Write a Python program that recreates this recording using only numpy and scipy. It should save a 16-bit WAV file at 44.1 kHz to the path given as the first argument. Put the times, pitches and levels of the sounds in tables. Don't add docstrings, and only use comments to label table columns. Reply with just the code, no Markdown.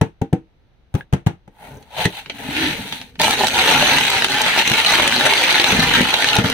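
import sys
import numpy as np
from scipy import signal
from scipy.fft import rfft, irfft, next_fast_len
from scipy.io import wavfile
from scipy.ndimage import uniform_filter1d

SR = 44100
rng = np.random.default_rng(int(sys.argv[2]) if len(sys.argv) > 2 else 0)


def store_pcm(level_fs):
    pcm = np.round(np.clip(level_fs, -1, 1) * 32767).astype(np.int16)
    wavfile.write(sys.argv[1], SR, np.atleast_2d(pcm).T)


N = 287973

# [t/s, thump level/dB, papery slap level/dB, pitch ratio]
BLOWS = [(0.011, -5, -18, 0.97), (0.214, -11, -30, 1.01), (0.327, -7, -27.5, 1), (1.475, -38.5, -49.5, 1.2),
         (2.052, -11, -23, 1.04), (2.485, -24.5, -40, 1.34), (4.709, -16.5, -31, 1.27),
         (5.725, -19, -34, 1.12), (5.783, -16, -25, 1), (6.005, -10, -19, 1.85), (6.383, -8.5, -16, 1.16),
         (6.441, -18, -27, 1.05)]
# [t/s, pad thump level/dB, pitch ratio, nail lag/s, nail thump level/dB]
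SIDE_TAPS = [(0.9404, -7.5, 0.85, 0.01, -14), (1.1262, -2.5, 0.804, 0.008, -7), (1.263, -2, 1, 0.0058, -44)]
# [f/Hz, level/dB, t60/s]
BOX_MODES = [(103, -1.5, 0.056), (171, 1.5, 0.056), (206.5, -2, 0.034), (267.4, -9.5, 0.09),
             (330, -15, 0.16), (387, -8, 0.059), (463.6, -13, 0.15), (539.5, -11.5, 0.08),
             (726, -2.5, 0.029), (788, -8.5, 0.11), (881, -10, 0.1)]
# [f/Hz, level/dB]
SLAP_SPECTRUM = [(150, -16), (350, 6.5), (900, 7), (1600, 0), (3200, -5), (5000, -16.5), (9500, -14),
                 (12500, -24), (15500, -16)]
# [f/Hz, level/dB]
FLUTTER_SPECTRUM = [(2000, -13), (12000, -23.5)]
# [t of fastest moment/s, rise/s, fall/s, scrape level/dB, panel hum level/dB, rasp f/Hz]
STROKES = [(.988, 0.04, 0.036, -41, -37, 2500), (1.645, 0.086, 0.21, -38.5, -37.5, 1690),
           (2.007, 0.064, 0.05, -15.5, -19.5, 3000), (2.05, 0.036, 0.021, -15.5, -35, 3000),
           (2.185, 0.17, 0.056, -26.5, -39, 3000), (2.384, 0.058, 0.32, -35.5, -41.5, 2270),
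           (2.635, 0.23, 0.23, -16.5, -32, 2180), (2.95, 0.35, 0.13, -27.5, -46, 3530)]
# [f/Hz, level/dB]
CARD_SPECTRUM = [(150, -13.5), (300, -28), (500, -14), (880, -5.5), (1120, -18.5), (1700, -14.5),
                 (4100, -15), (5200, -26.5), (9500, -3.5), (15500, -4)]
# [t of fastest moment/s, rise/s, fall/s, rumble level/dB]
SHOVES = [(1.745, 0.094, 0.11, -41), (2.65, 0.36, 0.38, -33.5), (3.22, 0.052, 0.59, -35.5),
          (3.79, 0.32, 0.7, -33), (4.352, 0.27, 0.24, -37), (5.03, 0.36, 0.47, -35),
          (5.78, 0.14, 0.3, -25.5), (5.95, 0.16, 0.17, -27), (6.46, 0.19, 0.23, -28)]
# [f/Hz, level/dB]
RUMBLE_SPECTRUM = [(35, 1), (130, 3), (200, -0.5), (275, 3), (340, -20.5), (450, -3), (700, -28)]
# [t/s, middle-band peak level/dB, treble level/dB]
SNAPS = [(1.826, -40, -3), (2.054, -3, -13), (2.259, -22, -24), (2.297, -12, -22), (2.301, -14, -24),
         (2.924, -10, -14), (3.014, -20, -10), (3.155, -32, -20), (3.197, -6, -13), (3.215, -5, 1),
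         (3.308, -6, 0), (3.469, -8, -1), (3.482, -8, 0), (3.594, -1, -14), (3.983, -2, -8),
         (4.101, -4, -2), (4.221, 0, -18), (4.244, -1, -9), (4.416, -8, 1), (4.675, -4, -5),
         (4.698, -5, -6), (4.716, -4, -7), (4.847, -1, -12), (4.953, -2, -8), (5.076, -2, -6),
         (5.335, 0, -8), (5.525, -5, -7), (5.597, 0, -11), (5.642, 1, -12), (5.802, -3, -14),
         (6.015, -4, -9), (6.14, 0, -14), (6.243, 0, -14), (6.353, -6, -6), (6.365, -3, -8),
         (6.499, -8, -4)]
# [f/Hz, level/dB]
FILM_SPECTRUM = [(150, -15), (300, -10.5), (640, -9), (840, -4.5), (1120, -9), (1800, 0.5), (3000, 5),
                 (4100, 2), (5200, -10), (8100, -8.5), (15500, -14)]
# [t/s, slip rate f/Hz, level/dB]
JUDDER = [(2.5, 260, -42), (2.58, 280, -30), (2.665, 332, -27), (2.76, 270, -40)]
# [t/s, crinkle level/dB, rise/s]
TUGS = [(3.235, -18.5, 0.061), (3.599, -15, 0.042), (3.712, -12.5, 0.079), (3.86, -17, 1),
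        (4.482, -15.5, 0.054), (4.591, -12.5, 0.062), (4.78, -19, 0.11), (4.92, -14.5, 0.37),
        (5.263, -13, 0.045), (5.48, -16.5, 1), (5.715, -14.5, 0.055), (5.83, -15.5, 0.075),
        (5.959, -13.5, 0.11), (6.28, -19, 0.17)]
# [t/s, half length/s]
REGRIPS = [(3.371, 0.026), (3.498, 0.049), (4.273, 0.018), (4.638, 0.012), (4.827, 0.015), (6.425, 0.018)]
# [t/s, level/dB]
CLACKS = [(3.202, -13), (3.408, -11.5), (3.436, -10.5), (6.362, -12.5)]
# [f/Hz, level/dB, t60/s]
SHELL_MODES = [(863, 4, 0.02), (920, -20, 0.018), (1770, -3, 0.02)]
# [f/Hz, level/dB]
FLOOR_SPECTRUM = [(25, 3), (59, 2), (206, -15.5), (790, -26), (1070, -28.5), (3920, -37), (7300, -57)]
# [f/Hz, t60/s]
ROOM_DECAY = [(100, 0.17), (350, 0.15), (900, 0.05), (3000, 0.11), (8000, 0.081), (15000, 0.0055)]
# [f/Hz, width/Hz, level/dB]
PORTS = [(890, 130, 2.5), (1103, 170, -4), (3990, 220, 2), (6136, 480, 9.5), (6610, 1010, -3.5),
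         (12240, 480, -10)]

CONTACT_S, SLAP_LAG_S = 0.0017, 0.00202
PAD_CONTACT_S, PAD_SLAP_DB = 0.0047, -25.5
NAIL_CONTACT_S, NAIL_SLAP_DB, NAIL_RATIO = 0.0039, -18.5, 1.1
MODE_DRIFT = 0.025
STROKE_DROP_DB, STROKE_SHAPE = 18, 1.19
RASP_DB, RASP_OCTAVES = 5.5, 0.78
SNAP_LIFE_S, SNAP_BODY_DB = 0.011, -7.5
SNAP_RING_HZ, SNAP_RING_DB = 2700, 3
GRAB_S, ONSET_S = 3.2, 0.0097
HOLD_DB, TUG_FALL = -19, 0.65
REST_S, SETTLE_DB_PER_S = 6.37, 16
OUT_S, EMERGE_S = 3.77, 1
RUSTLE_IN_DB, RUSTLE_OUT_DB = -2.5, -6
FINE_DB, FRESH_DB, FRESH_S = -10.5, 5, 0.58
FOLDS_PER_S, FOLD_DB = 55, -7.5
REGRIP_DB = -6
SLACK_DB, SLACK_AFTER_S, SLACK_S = -7, 0.008, 0.007
TOP_HZ = 16100


def amp(db):
    return 10 ** (np.asarray(db) / 20)


def lean_left(db):
    return amp([[db], [-db]])


def unit(x):
    return x / np.sqrt(np.mean(x ** 2) + 1e-20)


def along(points, hz):
    f, v = np.transpose(points)
    return np.interp(np.log(hz + 1), np.log(f), v)


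def bump(hz, centre, octaves):
    return np.exp(-(np.log2((hz + 1) / centre) / octaves) ** 2)


def coloured(x, db_of_hz):
    m = 2 * next_fast_len(x.shape[-1] // 2 + 2048)
    response = amp(db_of_hz(np.fft.rfftfreq(m, 1 / SR)))
    cepstrum = irfft(np.log(np.maximum(response, 1e-6)))
    cepstrum[1:m // 2] *= 2
    cepstrum[m // 2 + 1:] = 0
    return irfft(rfft(x, m) * np.exp(rfft(cepstrum)), m)[..., :x.shape[-1]]


def registers(x, spectrum, low_hz=1150, high_hz=5200):
    def above(hz, edge):
        return -10 * np.log10(1 + (edge / (hz + 1)) ** 10)

    def below(hz, edge):
        return -10 * np.log10(1 + (hz / edge) ** 10)

    shapes = [lambda hz: below(hz, low_hz),
              lambda hz: above(hz, low_hz) + below(hz, high_hz),
              lambda hz: above(hz, high_hz)]
    return [unit(coloured(x, lambda hz: along(spectrum, hz) + shape(hz))) for shape in shapes]


def add(track, s, sound):
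    part = track[:, max(round(s * SR), 0):][:, :sound.shape[-1]]
    part += sound[..., :part.shape[1]]


def swell(s, rise, fall):
    t = np.arange(N) / SR - s
    away = np.maximum(-t / rise, t / fall)
    return amp(-STROKE_DROP_DB * np.abs(away) ** STROKE_SHAPE)


def together(gains_of_moves):
    return np.sqrt(np.sum(np.square(gains_of_moves), axis=0))


def crackles(rate, scatter_db, life, ring, ring_hz, spread, size=160):
    n = int(rate * N / SR)
    start, t = rng.uniform(0, N, n), np.arange(size) / SR
    strength, length, pitch, place, side = rng.standard_normal((5, n, 1))
    decay = np.exp(-t / (life * np.exp(length / 2)))
    facet_hz = np.minimum(ring_hz * np.exp(pitch / 2), SR / 2)
    facet = np.sin(2 * np.pi * facet_hz * t) * np.sqrt(decay)
    burst = rng.standard_normal((n, size)) * decay
    grain = amp(scatter_db * np.minimum(strength, 2.4)) * (burst + ring * facet)
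    pair = []
    for ear in (-1, 1):
        first = np.abs(start[:, None] + ear * place * spread * SR / 2).astype(int)
        at = first + np.arange(size)
        heard = grain * amp(ear * 0.8 * side)
        pair.append(np.bincount(at.ravel(), heard.ravel(), N)[:N])
    power = uniform_filter1d(np.mean(np.square(pair), 0), size=3000)
    return np.array(pair) / np.sqrt(np.abs(power) + 1e-9)


def room_tone(db=-51):
    mid, side = coloured(rng.standard_normal((2, N)), lambda hz: along(FLOOR_SPECTRUM, hz))
    side = coloured(side, lambda hz: along([(60, -7), (400, -5), (2000, -0.5)], hz))
    return amp(db) * unit(np.array([mid + side, mid - side]))


def contacts():
    rows = [(*blow, CONTACT_S, SLAP_LAG_S) for blow in BLOWS]
    for s, db, ratio, lag, nail_db in SIDE_TAPS:
        rows.append((s, db, db + PAD_SLAP_DB, ratio, PAD_CONTACT_S, 0))
        rows.append((s + lag, nail_db, db + NAIL_SLAP_DB, NAIL_RATIO, NAIL_CONTACT_S, 0))
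    return rows


def panel_ring(ratio, t):
    ring = 0
    for k, (hz, level, t60) in enumerate(BOX_MODES):
        tuning = ratio if k < 3 else 1 + MODE_DRIFT * rng.standard_normal()
        decay = amp(level + rng.normal(0, 1) - 60 * t / t60)
        ring = ring + (-1) ** k * decay * np.sin(2 * np.pi * hz * tuning * t)
    return ring


def papery_slap(t):
    crack, flutter = rng.standard_normal((2, 2, len(t))) * (1 - np.exp(-t / 0.00052))
    flutter = coloured(flutter * amp(-60 * t / 0.17), lambda hz: along(FLUTTER_SPECTRUM, hz))
    mid, side = crack * amp(-60 * t / 0.025) + flutter
    side = coloured(side, lambda hz: along([(300, 1.5), (2500, 0.98)], hz))
    return coloured(np.array([mid + side, mid - side]), lambda hz: along(SLAP_SPECTRUM, hz) + 10)


def taps():
    out, t = np.zeros((2, N)), np.arange(SR // 3) / SR
    for s, db, slap_db, ratio, contact, slap_lag in contacts():
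        push = t * np.exp(-4 * t / contact)
        thump = signal.fftconvolve(panel_ring(ratio, t), push / push.sum())[:len(t)]
        add(out, s, -amp(db + 7.0) * thump)
        add(out, s + slap_lag, amp(slap_db) * papery_slap(t))
    return out * lean_left(1.6)


def cardboard(hiss_db=-24, hiss_growth=0.67):
    slips = crackles(rate=2400, scatter_db=2.0, life=0.0018, ring=0.27, ring_hz=2435, spread=0.00016)
    body, middle, treble = registers(slips, CARD_SPECTRUM)
    out = np.zeros((2, N))
    for s, rise, fall, scrape_db, hum_db, hz in STROKES:
        hum = amp(hum_db - 3) * body
        rasp = unit(coloured(middle, lambda f: RASP_DB * bump(f, hz, RASP_OCTAVES)))
        hiss = amp(hiss_db + hiss_growth * scrape_db) * treble
        out += swell(s, rise, fall) * (hum + amp(scrape_db - 8.0) * rasp + hiss)
    return out * lean_left(0.9)


def box_tick(hz=1650, db=-21, life=0.023, click_db=-7):
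    out, t = np.zeros((2, N)), np.arange(SR // 10) / SR
    ring = np.sin(2 * np.pi * hz * t) * amp(-60 * t / life) * (1 - np.exp(-2 * hz * t))
    burst = rng.standard_normal((2, len(t))) * amp(-120 * t / life)
    click = coloured(burst, lambda f: -30 * np.log10(1 + ((f - 2200) / 1300) ** 2))
    add(out, 1.0088, amp(db) * (ring + amp(click_db) * click / np.abs(click).max()))
    return out


def dragging():
    jerks = crackles(rate=240, scatter_db=3.0, life=0.0014, ring=0.51, ring_hz=436, spread=0.00027)
    push = together([amp(db) * swell(s, rise, fall) for s, rise, fall, db in SHOVES])
    rumble = unit(coloured(jerks, lambda hz: along(RUMBLE_SPECTRUM, hz)))
    return amp(4.5) * push * rumble * lean_left(1)


def snaps(level_db=-1, rise=0.001229, lag=0.000096, size=2048):
    out, t = np.zeros((2, N)), np.arange(size) / SR
    give = np.minimum(t / (2 * rise), 1) ** 2 * amp(-60 * np.maximum(t - 2 * rise, 0) / SNAP_LIFE_S)
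    for s, db, bright_db in SNAPS:
        shared, left, right = rng.standard_normal((3, size)) * give
        late = lag * rng.standard_normal()
        shared_pair = [np.interp(t - max(ear * late, 0), t, shared, left=0) for ear in (-1, 1)]
        crack = np.array(shared_pair) + 0.5 * np.array([left, right])
        facet_hz = SNAP_RING_HZ * np.exp(0.3 * rng.standard_normal())
        crack = coloured(crack, lambda hz: SNAP_RING_DB * bump(hz, facet_hz, 0.27))
        body, middle, treble = registers(crack, FILM_SPECTRUM)
        snap = amp(SNAP_BODY_DB) * body + middle + amp(bright_db) * treble
        add(out, s - rise, amp(db + level_db) * snap / np.abs(middle).max())
    return out


def box_groan(rasp_db=5, slip_s=0.00079, fade=0.02):
    s, hz, db = np.transpose(JUDDER)
    t = np.arange(N) / SR
    waver = 0.22 * unit(uniform_filter1d(rng.standard_normal(N), size=200))
    cycles = np.cumsum(np.interp(t, s, hz) * np.exp(waver)) / SR
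    slips = np.diff(np.floor(cycles), prepend=0) * amp(2.5 * rng.standard_normal(N))
    hollow = coloured(slips, lambda f: 26 * bump(f, hz.mean(), 0.77) + along([(520, -2), (4000, -24)], f))
    sliding = signal.lfilter([1], [1, -np.exp(-1 / (slip_s * SR))], slips)
    grit = signal.butter(3, [1400, 3800], "band", fs=SR, output="sos")
    rasp = unit(signal.sosfilt(grit, sliding * rng.standard_normal((2, N))))
    gate = np.clip(np.minimum(t - s[0], s[-1] - t) / fade + 1, 0, 1)
    return gate * amp(np.interp(t, s, db)) * (unit(hollow) + amp(rasp_db) * rasp)


def handling():
    t = np.arange(N) / SR
    held = np.clip((t - GRAB_S) / ONSET_S + 1, 0, 1)
    hold = amp(HOLD_DB - SETTLE_DB_PER_S * np.maximum(t - REST_S, 0))
    effort = together([hold] + [amp(db) * swell(s, rise, TUG_FALL * rise) for s, db, rise in TUGS])
    lull_db = REGRIP_DB * sum(np.exp(-((t - s) / half) ** 2) for s, half in REGRIPS)
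    slack = np.array(SNAPS)[:, 0] + SLACK_AFTER_S
    nearest = slack[np.searchsorted((slack[1:] + slack[:-1]) / 2, t)]
    lull_db += SLACK_DB * np.exp(-((t - nearest) / SLACK_S) ** 2)
    outside = np.clip((t - OUT_S) / EMERGE_S + 0.5, 0, 1)
    rustle = amp(RUSTLE_IN_DB + (RUSTLE_OUT_DB - RUSTLE_IN_DB) * outside)
    fine = amp(FINE_DB + FRESH_DB * np.exp(-np.maximum(t - GRAB_S, 0) / FRESH_S))
    return held * effort * amp(lull_db), rustle, fine


def patches(x, depth_db, size=7, order=15):
    z = signal.stft(x, nperseg=512)[2]
    field = uniform_filter1d(rng.standard_normal(z.shape[1:]), size, 0)
    field = uniform_filter1d(field, order, 1)
    gain = amp(depth_db * unit(field))
    return signal.istft(z * unit(gain), nperseg=512)[1][:, :N]


def bag():
    crinkle, rustle, fine = handling()
    creases = crackles(rate=1500, scatter_db=1.0, life=0.002, ring=0.55, ring_hz=2325, spread=0.00012)
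    folds = crackles(rate=FOLDS_PER_S, scatter_db=3, life=0.0006, ring=0.8, ring_hz=2325, spread=0.00012)
    film = patches(creases + amp(FOLD_DB) * folds, depth_db=1.5)
    body, middle, treble = registers(film, FILM_SPECTRUM)
    toy_rustle = rustle * body * lean_left(1.3)
    fine_crackle = fine * treble * lean_left(-1.1)
    return amp(-3.0) * crinkle * (toy_rustle + middle + fine_crackle)


def clacks(bounce_s=0.00504, bounce_db=-3):
    out, t = np.zeros((2, N)), np.arange(SR // 10) / SR
    for s, db in CLACKS:
        for lag, loss_db in ((0, 0), (bounce_s, bounce_db)):
            ring = 0
            for hz, level, t60 in SHELL_MODES:
                decay = amp(level + rng.normal(0, 2.0, (2, 1)) - 60 * t / t60)
                ring = ring + decay * np.sin(2 * np.pi * hz * np.exp(rng.normal(0, 0.032)) * t)
            add(out, s + lag, amp(db + loss_db) * ring)
    return out


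def room(x):
    hz, t, z = signal.stft(rng.standard_normal((2, SR // 2)), SR, nperseg=256)
    z = z * amp(-60 * t / along(ROOM_DECAY, hz)[:, None]) * (t > 0)
    alike = 0.85 * np.sinc(hz / 2600)
    z *= np.sqrt([1 + alike, 1 - alike])[:, :, None]
    mid, side = signal.istft(z, SR, nperseg=256)[1]
    tail = np.array([mid + side, mid - side])
    return signal.fftconvolve(x, tail / np.linalg.norm(tail[0]), axes=1)


def moving_room(x, size=4096):
    out = np.zeros((2, N))
    for start in range(0, N, size):
        add(out, start / SR, room(x[:, start:start + size]))
    return out


def scene():
    knocks = taps() + box_tick()
    card = cardboard() + box_groan()
    toys = dragging() + bag() + snaps() + clacks()
    sent = amp(-14) * knocks + amp(-8) * card + amp(-6) * toys
    sent = signal.sosfilt(signal.butter(2, 180, "high", fs=SR, output="sos"), sent)
    return knocks + card + toys + moving_room(sent[:1]) + room_tone()


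def record(dry, low_hz=55):
    def response(hz):
        ports = sum(db * np.exp(-((hz - centre) / width) ** 2) for centre, width, db in PORTS)
        return ports - 10 * np.log10(1 + (low_hz / (hz + 1)) ** 2)

    x = coloured(dry, response)
    x = x / (1 + np.abs(x / 0.92) ** 6) ** (1 / 6)
    return signal.sosfilt(signal.cheby2(14, 80, TOP_HZ + 700, fs=SR, output="sos"), x)


dry = scene()
out = record(dry)
store_pcm(out)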